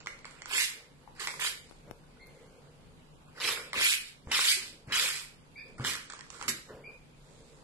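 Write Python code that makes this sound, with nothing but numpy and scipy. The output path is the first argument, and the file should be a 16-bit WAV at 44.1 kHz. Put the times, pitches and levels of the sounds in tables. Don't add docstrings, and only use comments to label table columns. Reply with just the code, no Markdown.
import sys
import numpy as np
from scipy import signal
from scipy.fft import rfft, irfft
from scipy.io import wavfile
from scipy.ndimage import uniform_filter1d, minimum_filter1d

SR = 44100
rng = np.random.default_rng(int(sys.argv[2]) if len(sys.argv) > 2 else 0)


def waveform_to_disk(signal):
    frames = np.transpose(np.atleast_2d(signal))
    scaled = np.clip(frames, -1, 1) * 32767
    samples = np.round(scaled).astype(np.int16)
    wavfile.write(sys.argv[1], SR, samples)


def ratio_of_db(decibels):
    return 10 ** (np.asarray(decibels, float) / 20)


N = 336483

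# (touch [s], swell [s], fade [s], peak level [dB], touch level re peak [dB])
PULLS = [
    (3.4, 0.087, 0.11, -30.5, -9),
    (3.74, 0.13, 0.12, -25.5, -22),
    (4.314, 0.038, 0.14, -27, -0.5),
    (4.921, 0.044, 0.28, -27, -3),
    (5.84, 0.035, 0.11, -31, -10),
]
FLICKS = [
    (0.46, 0.12, 0.14, -27.5, -43.5),
    (1.195, 0.053, 0.19, -45.5, -3),
    (1.395, 0.055, 0.097, -32.5, -12.5),
    (6.479, 0.0047, 0.048, -31.5, -22),
]
GRAZES = [(1.15, 0.079, 0.017, -57, -22), (3.33, 0.065, 0.0093, -55.5, -37),
          (3.41, 0.055, 0.27, -50.5, -15), (3.74, 0.093, 0.074, -57, -2), (4.27, 0.049, 0.014, -54.5, -31),
          (4.87, 0.063, 0.011, -50.5, -19), (4.95, 0.11, 0.29, -57, -29), (5.78, 0.096, 0.05, -52, -10.5),
          (5.9, 0.029, 0.19, -54.5, -7), (6.69, 0.035, 0.076, -71, 3), (3.26, 0.032, 0.035, -74, -16),
          (.5, 0.036, .06, -50, -9)]
SURGES = [
    (0.575, 0.061, 0.033, -37.5, -18),
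    (0.68, 0.026, 0.14, -57.5, -3),
    (3.57, 0.023, 0.24, -55.5, -8),
    (3.98, 0.1, 0.075, -52.5, -47),
    (4.4, 0.11, 0.075, -22.5, -20.5),
    (4.57, 0.088, 0.12, -49, -6),
    (5.13, 0.051, 0.036, -51, -31),
    (3.9, 0.048, .014, -35, -16),
]
CREEPS = [
    (0.07, 0.0065, 0.051, -58.5, -10),
    (0.25, 0.0095, 1, -72.5, 1),
    (6.1, 0.014, 0.2, -66.5, 22),
    (6.3, 0.04, 0.23, -64.5, -8),
    (6.4, 0.038, 0.065, -62, -6),
]
# (block at touch [dB], block at lift [dB], fizz at rest [dB], fizz at speed [dB],
# left-right at touch [dB], left-right at lift [dB], rubber pad [dB], pin tips [dB])
PULL_COLOUR = (-3, -15.5, -8.5, -0.5, 0.5, -2, -20, -21)
FLICK_COLOUR = (2, -19.5, 3.5, -0.5, -3.5, -2, -10, -12.5)
GRAZE_COLOUR = (6.5, 2, 5, -12.5, 0, -2, -2, -17)
SURGE_COLOUR = (2, -29.5, 14, -4, 5.5, -6.5, -45, -17)
CREEP_COLOUR = (-0.5, 9.5, 0, -8, -10, -3.5, -27, 0)
# (low bite [dB], high bite [dB], fizz [dB], top bite [dB])
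PULL_TINT = [(1, 1.3, -1, 2.1), (5.5, -1.2, 0.071, 1), (3, 0.91, 0.6, 1.2), (0.8, -2.05, 0.052, -0.52),
             (-2.5, -1.8, 0.4, -.3)]
FLICK_TINT = [(2, -1.5, -2.5, -2), (-1, 0.5, 0.8, 1), (4, 3.5, -0.2, -5), (3.5, -2, 3, 3)]
GRAZE_TINT = [(-6, 1, 6, 10), (-5, -2, .3, 5), (9, -2, .3, -2), (11, .3, .3, 7), (-9, 1, .3, -16),
              (.3, .3, .3, -2), (-3, -8, 2, -3), (-4, -2, .3, -1), (.3, 6, -3, -2), (-4, .3, -5, -1),
              (-5, .3, .3, 4), (-1, -15, -9, -15)]
SURGE_TINT = [(-.3, .3, 3.1, .3), (-.3, .3, .3, .3), (.3, .3, .3, .3), (.3, .3, .3, .3),
              (.3, 0.18, .3, 0.24), (.3, .3, .3, .3), (.3, .3, .3, .3), (.3, .3, .3, .3)]
CREEP_TINT = [(13, .3, .3, .3), (9.5, .3, .3, .3), (3, 0.34, 3, 0.39), (-20, .3, 3.2, .3),
              (-16, .3, 2.8, .3)]
PULL_LAG_S = [-.00011, .00007, -.00004, -.00004, -.00004]
FLICK_LAG_S = [.00007, .00005, .00005, .00005]
# (frequency [Hz], density [dB per Hz])
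SCRATCH_SPECTRUM = [(240, -19), (400, -4), (523, -22.5), (673, -19), (1050, -3), (1800, 2.5), (2380, 10),
                    (2980, 7), (3310, 2.5), (4870, -3.5), (6180, -10.5), (7950, -4.5), (12600, -15),
                    (13400, -37), (14000, -18.5)]
# (low [Hz], high [Hz])
PAD_HZ = (1603, 2185)
# (low [Hz], high [Hz])
TIPS_HZ = (6820, 8500)

# (time [s], peak level [dB], knock [Hz], tick level [dB])
SNAPS = [(0.004, -49, 1920, -39), (0.01, -45, 1500, -45), (0.015, -50, 2500, -47.5), (0.03, -49, 2000, -52),
         (0.061, -32.5, 1220, -33), (0.0712, -22.5, 2090, -27.5), (0.16, -50, 2110, -62),
         (0.19, -49, 1200, -45.5), (0.246, -35.5, 2150, -47), (0.254, -35, 1150, -34),
         (0.31, -57, 3000, -41.5), (0.352, -61, 2500, -53), (0.42, -33.5, 2060, -33),
         (0.458, -32, 1470, -30.5), (0.536, -29, 1700, -33), (0.621, -40, 2200, -15),
         (1.197, -56, 1930, -55), (1.273, -18.5, 1980, -20.5), (1.284, -24, 2200, -42),
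         (1.306, -33, 2010, -28), (1.34, -31.5, 1120, -44), (1.395, -29.5, 2020, -53),
         (1.423, -25, 1910, -33), (1.447, -22.5, 1440, -32), (1.472, -25, 2100, -22),
         (3.401, -38, 1120, -48), (3.411, -33, 2400, -42), (3.487, -20.5, 1300, -33),
         (3.575, -24.5, 1540, -38), (3.603, -48, 1510, -63), (3.732, -21, 2060, -23),
         (3.742, -27, 1170, -51), (3.749, -29, 1200, -52), (3.757, -21, 2490, -46),
         (3.812, -14.5, 3200, -16), (3.838, -23, 2500, -21), (3.906, -37, 3080, -19),
         (4.273, -36.5, 910, -54), (4.3145, -23.5, 2860, -29), (4.318, -35, 2400, -41),
         (4.389, -19, 1040, -40), (4.393, -13.5, 1430, -47), (4.458, -28, 2200, -30),
         (4.902, -37, 1500, -51), (4.923, -30, 2130, -33), (5.797, -30.5, 1050, -54),
         (5.808, -37, 1500, -45), (5.848, -20.5, 1830, -23.5), (5.954, -28, 1510, -23),
         (6.481, -22, 1380, -17), (6.484, -30, 2200, -20), (6.688, -43, 1200, -60)]
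PICKS = [(6.1, -32, 1650, -35.5), (6.106, -37.5, 1350, -43), (6.114, -52, 1500, -50.5),
         (6.123, -37, 1740, -34), (6.136, -32, 1220, -36.5), (6.143, -59, 1300, -45),
         (6.15, -52, 1500, -46), (6.165, -50, 1400, -46), (6.178, -54, 1700, -48), (6.192, -39, 1120, -38),
         (6.209, -35.5, 1890, -35), (6.266, -50, 1220, -55), (6.303, -38.5, 1120, -32),
         (6.329, -41, 1280, -55), (6.345, -41, 1120, -42), (6.396, -40, 1040, -54), (6.413, -28, 1350, -35),
         (6.426, -33, 1050, -31), (6.453, -43, 1030, -51)]
NAILS = [(1.076, -42.5, 880, -65), (1.696, -52, 4330, -40), (1.712, -59, 1510, -57), (1.724, -62, 796, -62),
         (1.912, -63, 920, -49), (1.986, -70, 1500, -60), (2.039, -56, 1490, -62), (2.12, -70, 2000, -60),
         (2.171, -54, 1450, -75), (2.262, -72, 1500, -52), (2.27, -66, 1510, -48), (2.391, -68, 2000, -59)]
# (knock [dB], tick [dB])
SNAP_PAN_DB = (-0.5, -5)
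PICK_PAN_DB = (1, -15)
NAIL_PAN_DB = [13, -3, 14, 12, 18, 3, 5, 3, 3, 16, 16, -5]
# (frequency [Hz], level [dB], t60 [s])
BLOCK_MODES = [
    (1120, -21, 0.011),
    (1660, 1, 0.0012),
    (2210, -15.5, 0.017),
    (3120, -21, 0.011),
    (4300, -19.5, 0.011),
]

# (time [s], peak level [dB], frequency [Hz], t60 [s])
THUMPS = [(0.546, -54, 289, 0.97), (1.911, -49, 144, 0.15), (3.442, -42, 374, 0.42), (3.758, -50, 244, 0.5),
          (4.267, -37.5, 73, 0.36), (4.566, -45.5, 377, 0.96), (4.873, -40, 129, 0.54),
          (5.795, -31.5, 129, 0.81), (6.48, -39.5, 240, 1), (6.484, -45.5, 380, 1), (6.689, -55, 150, 0.73)]
# (time [s], peak level [dB])
BUMPS = [
    (1.7117, -26),
    (1.724, -33),
    (1.9116, -18),
    (2.039, -43),
]
# (loudest time [s], length [s], rub [dB], rustle [dB], rumble [dB])
DRAGS = [(0.097, 1, -60.5, -64.5, -67), (0.56, 0.11, -48, -49, -54), (0.79, 0.22, -54, -73, -61),
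         (1.036, 0.27, -62, -76, -58), (1.382, 0.52, -52.5, -52, -83), (1.88, 0.15, -49.5, -75, -49),
         (2.372, 1, -55, -68, -66), (3.47, 0.33, -39.5, -68, -44), (3.78, 0.11, -39, -46, -35.5),
         (4.303, 0.24, -50, -59.5, -39), (4.54, 0.17, -57, -35, -49), (4.67, 0.44, -55.5, -65, -47.5),
         (4.898, 0.14, -49.5, -72, -37.5), (5.026, 0.2, -43.5, -30.5, -46.5), (5.69, 0.27, -55, -68.5, -56),
         (5.831, 0.22, -44.5, -53.5, -35.5), (6.024, 0.28, -68, -56.5, -55), (6.14, 0.12, -62, -54.5, -60),
         (6.39, 0.48, -58, -52, -53), (6.493, 0.19, -56, -60, -36), (6.716, 0.19, -42, -68, -41),
         (6.886, 0.15, -51.5, -72, -54), (7.37, 1, -58.5, -62.5, -73)]
# (rub [dB], rustle [dB], rumble [dB])
REST_DB = (-70.5, -73, -63)

# (start [s], length [s], pitch [Hz], level [dB], octave level [dB])
CHIRPS = [
    (2.193, 0.053, 2154, -52.5, -9),
    (2.386, 0.017, 2150, -61, -20),
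    (5.553, 0.072, 2362, -43, -12.5),
    (5.572, 0.096, 1745, -59.5, -7.5),
    (6.837, 0.043, 2417, -42, -20),
    (6.884, 0.1, 2430, -58.5, -16),
    (2.254, 0.098, 2140, -64, -7),
    (5.625, .07, 2440, -56.5, -7),
]
FLUTTER = [0.323, 0.22, 0.28, 0.51, 0.25, 0.27, 0.22, 0.28]
CHIRP_TOPS = [0.66, .4, 0.57, 0.26, 0.68, .08, .08, .15]

# (frequency [Hz], density [dB per Hz])
AIR_SPECTRUM = [(12, -24), (20, -23.5), (60, -6.5), (98, -10.5), (144, -6.5), (270, -14), (468, -16),
                (687, -19.5), (809, -16), (1840, -26), (2230, -23), (4810, -29.5), (5360, -36.5),
                (11200, -36), (14000, -60)]
# (frequency [Hz], width [Hz], level [dB])
HUM = [
    (28, 11, -63),
    (146, 12, -63),
    (240, 20, -71),
]
# (frequency [Hz], correlation [1])
LIKENESS = [(60, 0.12), (150, 0.4), (370, 0.11), (900, -0.22), (2230, -0.16), (5510, -0.14), (13600, -0.61)]
# (frequency [Hz], t60 [s])
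ROOM_T60 = [(150, 1), (600, 0.37), (2000, 0.4), (5000, 0.41), (12000, 0.3)]
# (frequency [Hz], left-right [dB])
PORT_BALANCE = [(700, 0.5), (1700, -1.5), (2400, -1.5), (3200, -1), (5500, -2), (7000, -9.5), (8300, -16),
                (9500, 12), (10400, 12.5), (12000, 14.5)]
# (frequency [Hz], level [dB])
CAPSULE = [(6300, -1.5), (7700, -5.5), (8400, -8), (8700, -4), (9200, -4)]


def brush_grain():
    colour = ratio_of_db(read(SCRATCH_SPECTRUM, np.fft.rfftfreq(2048, 1 / SR)))
    catch = ratio_of_db(0.16 * evened(band(rng.standard_normal(N), 32, 150)))
    both, left, right = (slips(9000, 4.2) * catch for _ in range(3))
    grain = np.array([shaped(both + 3.15 * band(own, 4470, 20600), colour, 2048) for own in (left, right)])
    grain = patchy(grain, 3.04, 3, 5)
    return patchy(grain, 0.8, 2, 16)


def strokes():
    swell_limit, firm_db = 0.27, -42
    speed_up_s, lift_fizz_db = 0.038, 9
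    fade_db, fade_curve, trail_db_per_s = -31, 1.71, -250
    grain = brush_grain()
    block, mids, fizz = (evened(band(grain, *edge)) for edge in [(450, 1500), (1500, 5500), (5500, 16000)])
    bite = band(mids, 800, 2900)
    pad, tips = evened(band(grain, *PAD_HZ)), evened(band(grain, *TIPS_HZ))
    out = np.zeros((2, N))
    kinds = [(FLICKS, FLICK_COLOUR, FLICK_TINT, FLICK_LAG_S), (PULLS, PULL_COLOUR, PULL_TINT, PULL_LAG_S),
             (GRAZES, GRAZE_COLOUR, GRAZE_TINT, 0), (SURGES, SURGE_COLOUR, SURGE_TINT, 0),
             (CREEPS, CREEP_COLOUR, CREEP_TINT, 0)]
    for rows, colour, tints, lags in kinds:
        block_0, block_1, fizz_0, fizz_1, pan_0, pan_1, pad_db, tips_db = colour
        for row, tint, lag_s in zip(rows, tints, lags * np.ones(len(rows))):
            touch, swell, fade, peak_db, touch_db = row
            low_db, high_db, fizz_tint_db, top_db = tint
            at = round(touch * SR) + np.arange(round((swell + fade + 0.1) * SR))
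            t = (at - at[0]) / SR
            db = peak_db + touch_db * np.maximum(1 - t / swell, 0) ** 2
            db += fade_db * np.clip((t - swell) / fade, 0, 1) ** fade_curve
            db += trail_db_per_s * np.maximum(t - swell - fade, 0)
            along = np.minimum(t / (swell + fade), 1)
            speed = 1 - np.exp(-t / speed_up_s)
            block_db = block_0 + (block_1 - block_0) * along - swell_limit * (peak_db - firm_db)
            fizz_db = fizz_0 + (fizz_1 - fizz_0) * speed + lift_fizz_db * along ** 2
            pan_db = pan_0 + (pan_1 - pan_0) * along
            sound = ratio_of_db(block_db) * block[:, at] + ratio_of_db(fizz_db + fizz_tint_db) * fizz[:, at]
            sound -= ratio_of_db(low_db) * bite[:, at]
            sound += ratio_of_db(high_db) * band(mids[:, at], 2900, 4100)
            sound -= ratio_of_db(top_db) * band(mids[:, at], 4100, 9000)
            sound += ratio_of_db(tips_db) * tips[:, at] - ratio_of_db(pad_db) * pad[:, at]
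            sound[0] = np.roll(sound[0], round(lag_s * SR))
            level = ratio_of_db(db - 3.0 + np.outer([0.5, -0.5], pan_db))
            out[:, at] += level * sound * np.minimum(t / 0.0011, 1)
    return out


def snaps():
    out, t = np.zeros((2, N)), np.arange(2400) / SR
    rise = 1 - np.exp(-t / 0.00079)
    impact = band((1 - t / 0.000096) * np.exp(-t / 0.00057), 864, 7000)
    # (clicks, pans [dB], tick low [Hz], tick high [Hz], ring t60 [s], block [dB], bare tick [1])
    kinds = [(SNAPS, [SNAP_PAN_DB] * len(SNAPS), 2700, 8800, 0.0095, 0.3, 3.3),
             (PICKS, [PICK_PAN_DB] * len(PICKS), 2600, 9000, 0.011, -1.2, 4.5),
             (NAILS, zip(NAIL_PAN_DB, NAIL_PAN_DB), 2600, 14000, 0.016, -12.0, 5.0)]
    for rows, pans, low_hz, top_hz, ring_s, block_db, bare in kinds:
        for (s, db, hz, tick_db), (pan_db, tick_pan_db) in zip(rows, pans):
            puff = rng.standard_normal(2400)
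            knock = np.sin(2 * np.pi * hz * t) * ratio_of_db(-60 * t / ring_s)
            for mode_hz, mode_db, t60 in BLOCK_MODES:
                knock += np.sin(2 * np.pi * mode_hz * t) * ratio_of_db(block_db + mode_db - 60 * t / t60)
            knock += ratio_of_db(-16.0 - 60 * t / 0.015) * evened(band(puff, 660, 2100))
            knock += ratio_of_db(block_db) * 1.02 * impact
            scatter = puff * (ratio_of_db(-60 * t / 0.0072) + ratio_of_db(-46.0 - 60 * t / 0.042))
            tick = band(bare * (abs(t - 0.0006) < 0.5 / SR) + scatter, low_hz, top_hz)
            add(out, s - 0.0005, rise * ratio_of_db(db + 1.5) * band(knock, 580, 11000), pan_db)
            add(out, s - 0.0005, rise * ratio_of_db(tick_db + 2.5) * tick / abs(tick).max(), tick_pan_db)
    return out


def thumps():
    landing_s = 0.003
    out, t = np.zeros((2, N)), np.arange(SR // 4) / SR
    push = 0.36 * (1 - t / 0.0014) * np.exp(-t / 0.0017)
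    for s, db, hz, t60 in THUMPS:
        ring = np.sin(2 * np.pi * hz * t) * ratio_of_db(-60 * t / (0.19 * t60))
        overtone = 0.45 * np.sin(2 * np.pi * 1.84 * hz * t) * ratio_of_db(-60 * t / 0.069)
        add(out, s + landing_s, ratio_of_db(db + 5.0) * (ring + overtone + push) * (1 - np.exp(-t / 0.00083)))
    return out


def bumps():
    out, t = np.zeros((2, N)), np.arange(600) / SR
    for s, db in BUMPS:
        rattle = rng.standard_normal(600)
        push = -np.exp(-t / 0.0005) * (1 + 0.22 * rattle) * (1 - np.exp(-t / 0.00006))
        add(out, s, ratio_of_db(db - 15) * band(push, 120, 14000), 30)
    return out


def shuffle():
    lead, edge_db, curve = 0.27, -14.5, 1.52
    t, level = np.arange(N) / SR, ratio_of_db(REST_DB)[:, None] * np.ones(N)
    for s, length, *peak_db in DRAGS:
        away = np.maximum((s - t) / lead, (t - s) / (1 - lead)) / length
        level = np.maximum(level, np.outer(ratio_of_db(peak_db), ratio_of_db(edge_db * away ** curve)))
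    noise = rng.standard_normal((2, N))
    table = resonate(noise[0], 515, 47) + 2.1 * resonate(noise[0], 467.0, 64)
    rub = evened(table + 0.08 * band(noise[0], 140, 2110))
    fibres = np.array([slips(5000, 4.2) for _ in range(2)])
    rustle = evened(band(fibres, 6540, 9050) + 0.87 * band(fibres, 3240, 5400))
    rumble = evened(band(noise[1], 43, 352))
    return rub * level[0] * ratio_of_db(-2.5) + rustle * level[1] * ratio_of_db(-0.5) + rumble * level[2] * ratio_of_db(-9.0)


def chirps():
    scoop, scoop_s, edge_db = 0.077, 0.0086, -8.5
    out = np.zeros((2, N))
    for (s, length, top_hz, top_db, octave_db), flutter, top in zip(CHIRPS, FLUTTER, CHIRP_TOPS):
        t = np.arange(0, length, 1 / SR)
        hz = top_hz * (1 - scoop * np.exp(-t / scoop_s))
        hz = hz * (1 + flutter * uniform_filter1d(rng.standard_normal(len(t)), 120))
        db = top_db + edge_db * abs(t / length - top) / 0.7
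        phase = 2 * np.pi * np.cumsum(hz) / SR
        octave = ratio_of_db(octave_db) * np.minimum(t / 0.016, 1) ** 2 * np.sin(2 * phase)
        add(out, s, ratio_of_db(db) * (np.sin(phase) + octave) * signal.windows.tukey(len(t), 0.2))
    return out


def air():
    colour = ratio_of_db(read(AIR_SPECTRUM, np.fft.rfftfreq(4096, 1 / SR)))
    noise = rng.standard_normal((3, N))
    tone = patchy(diffuse(*(shaped(n, colour, 4096) for n in noise[:2])), 1.57, 4, 25)
    drone = sum(ratio_of_db(db) * evened(resonate(noise[2], hz, width)) for hz, width, db in HUM)
    return ratio_of_db(-60.5 + 2.5) * tone + drone


def room(x):
    out, turn = np.zeros((2, N)), 2 * np.pi * 3.1 * np.arange(N) / SR
    for k in range(3):
        taps = np.zeros((2, SR // 2))
        at = np.arange(130, SR // 2 - 20, 20) + rng.integers(0, 20, (2, (SR // 2 - 131) // 20))
        np.put_along_axis(taps, at, rng.choice([-1.0, 1.0], at.shape), 1)
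        hz, t, z = signal.stft(taps, SR, nperseg=256)
        decay = ratio_of_db(-60 * t / read(ROOM_T60, hz)[:, None])
        tail = diffuse(*signal.istft(z * decay, SR, nperseg=256)[1])
        share = np.sqrt((1 + np.cos(turn + 2 * np.pi * k / 3)) / 3)
        out += signal.fftconvolve((x * share)[None], tail / np.linalg.norm(tail[0]), axes=1)[:, :N]
    return out


def evened(x):
    return x / np.sqrt(np.mean(x ** 2) + 1e-20)


def read(points, hz):
    f, value = np.transpose(points)
    return np.interp(np.log(hz + 1), np.log(f + 1), value)


def add(mix, s, sound, pan_db=0):
    part = mix[:, round(s * SR):][:, :len(sound)]
    part += ratio_of_db([[pan_db / 2], [-pan_db / 2]]) * sound[:part.shape[1]]


def shaped(x, gain, count):
    log = np.log(np.maximum(abs(gain), 1e-5))
    full = np.r_[log, log[-2:0:-1]]
    taps = np.fft.ifft(np.exp(np.conj(signal.hilbert(full)))).real[:count // 2]
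    return signal.oaconvolve(x, taps)[:len(x)]


def band(x, lo_hz, hi_hz):
    return signal.sosfilt(signal.butter(3, [lo_hz, hi_hz], "band", fs=SR, output="sos"), x)


def resonate(x, hz, width_hz):
    turn = np.exp(2j * np.pi * np.cumsum(hz * np.ones(len(x))) / SR)
    r = np.exp(-np.pi * width_hz / SR)
    return 2 * (turn * signal.lfilter([1 - r], [1, -r], x / turn + 1e-18)).real


def diffuse(a, b):
    same = np.clip(read(LIKENESS, np.fft.rfftfreq(len(a), 1 / SR)), -1, 1)
    return np.array([a, irfft(same * rfft(a) + np.sqrt(1 - same ** 2) * rfft(b), len(a))])


def slips(per_s, spread_db):
    size = ratio_of_db(spread_db * np.minimum(rng.exponential(1, N), 4.2))
    return evened(size * rng.choice([-1.0, 1.0], N) * (rng.random(N) < per_s / SR))


def patchy(x, patch_db, bins, frames):
    z = signal.stft(x, nperseg=256)[2]
    field = uniform_filter1d(uniform_filter1d(rng.standard_normal(z.shape[1:]), bins, 0), frames, 1)
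    return evened(signal.istft(z * ratio_of_db(patch_db * evened(field)), nperseg=256)[1][:, :N])


def levelled(x):
    power_db = 10 * np.log10(abs(uniform_filter1d((x ** 2).mean(0), 900)) + 1e-12)
    fall_db = np.arange(N) * 39.0 / SR
    over_db = np.maximum(np.maximum.accumulate(power_db + fall_db) - fall_db + 40.0, 0)
    return x / ratio_of_db(0.22 * uniform_filter1d(over_db, 900))


def thinned(x):
    hz, t, z = signal.stft(x, SR, "cosine", nperseg=2048, noverlap=1024)
    which = (hz // 345).astype(int)
    starts = np.searchsorted(which, np.arange(which[-1] + 1))
    power = np.add.reduceat((abs(z) ** 2).sum(0), starts, 0) + 1e-16
    steps, frame_db = np.arange(len(power)), 10 * np.log10(power[3:].sum(0))
    masker = ratio_of_db(-3.2 * abs(steps[:, None] - steps)) @ power
    luck = evened(uniform_filter1d(rng.standard_normal(power.shape), size=2, axis=1))
    kept = (6 * np.log10(power / masker) + 4.5 * luck > -11.7) | (steps < 5)[:, None]

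    blocks = band(x[1], 1000, 9000)[:N // 1024 * 1024].reshape(-1, 1024)
    crest_db = 20 * np.log10(abs(blocks).max(1) / blocks.std(1))
    crest_db = -minimum_filter1d(-crest_db, size=2, origin=0)
    clicky = np.interp(t, np.arange(len(blocks)) * 1024 / SR, crest_db) > 14.5
    weak = (10 * np.log10(power) - frame_db + 2.5 * luck < -21.5) & (frame_db < -43.5)
    kept = kept[which] & ~(clicky & weak[which] & (hz[:, None] > 9200 + 700 * luck[1]))

    near_click = uniform_filter1d(1.0 * clicky, size=3, origin=0)
    sink_hz = (3200 + 1200 * luck[2]) * near_click * np.clip((-41.0 - frame_db) / 4.0, 0, 1)
    kept &= hz[:, None] < 13900 + 19.0 * frame_db + 150 * luck[0] - sink_hz
    y = signal.istft(z * kept, SR, "cosine", nperseg=2048, noverlap=1024)[1][:, :N]

    hz, short_t, z = signal.stft(y, SR, "cosine", nperseg=256, noverlap=128)
    cell_db = 10 * np.log10(uniform_filter1d((abs(z) ** 2).sum(0), size=3, axis=0) + 1e-16)
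    under_db = cell_db + minimum_filter1d(-cell_db, size=11, axis=1, origin=4)
    under_db += 3 * rng.standard_normal(cell_db.shape)
    lost = (under_db < -16) & (np.interp(short_t, t, 1.0 * clicky) > 0.5) & (hz[:, None] > 1800)
    return signal.istft(z * ~lost, SR, "cosine", nperseg=256, noverlap=128)[1][:, :N]


def scene():
    left_lag_s = 0.00012
    brush, pins, bird = strokes(), snaps(), chirps()
    near, hz = brush + pins, np.fft.rfftfreq(N, 1 / SR)
    late = irfft(rfft(near[0]) * np.exp(-2j * np.pi * hz * left_lag_s), N)
    direct = ratio_of_db(4.5) * np.array([late, near[1]])
    wet = room(ratio_of_db(0.5) * brush.mean(0) + ratio_of_db(2.5) * pins.mean(0) + ratio_of_db(1.5) * bird[0])
    return direct + wet + ratio_of_db(1.5) * bird + thumps() + bumps() + shuffle() + air()


def band_limit(x):
    return signal.sosfilt(signal.butter(12, 14200, fs=SR, output="sos"), x)


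def record(dry):
    hz = np.fft.rfftfreq(512, 1 / SR)
    tilt_db, colour_db = read(PORT_BALANCE, hz) / 2, read(CAPSULE, hz)
    left = shaped(dry[0], ratio_of_db(colour_db + tilt_db), 512)
    right = shaped(dry[1], ratio_of_db(colour_db - tilt_db), 512)
    mix = thinned(levelled(np.array([left, right])))
    return band_limit(mix)


dry = scene()
out = record(dry)
waveform_to_disk(out)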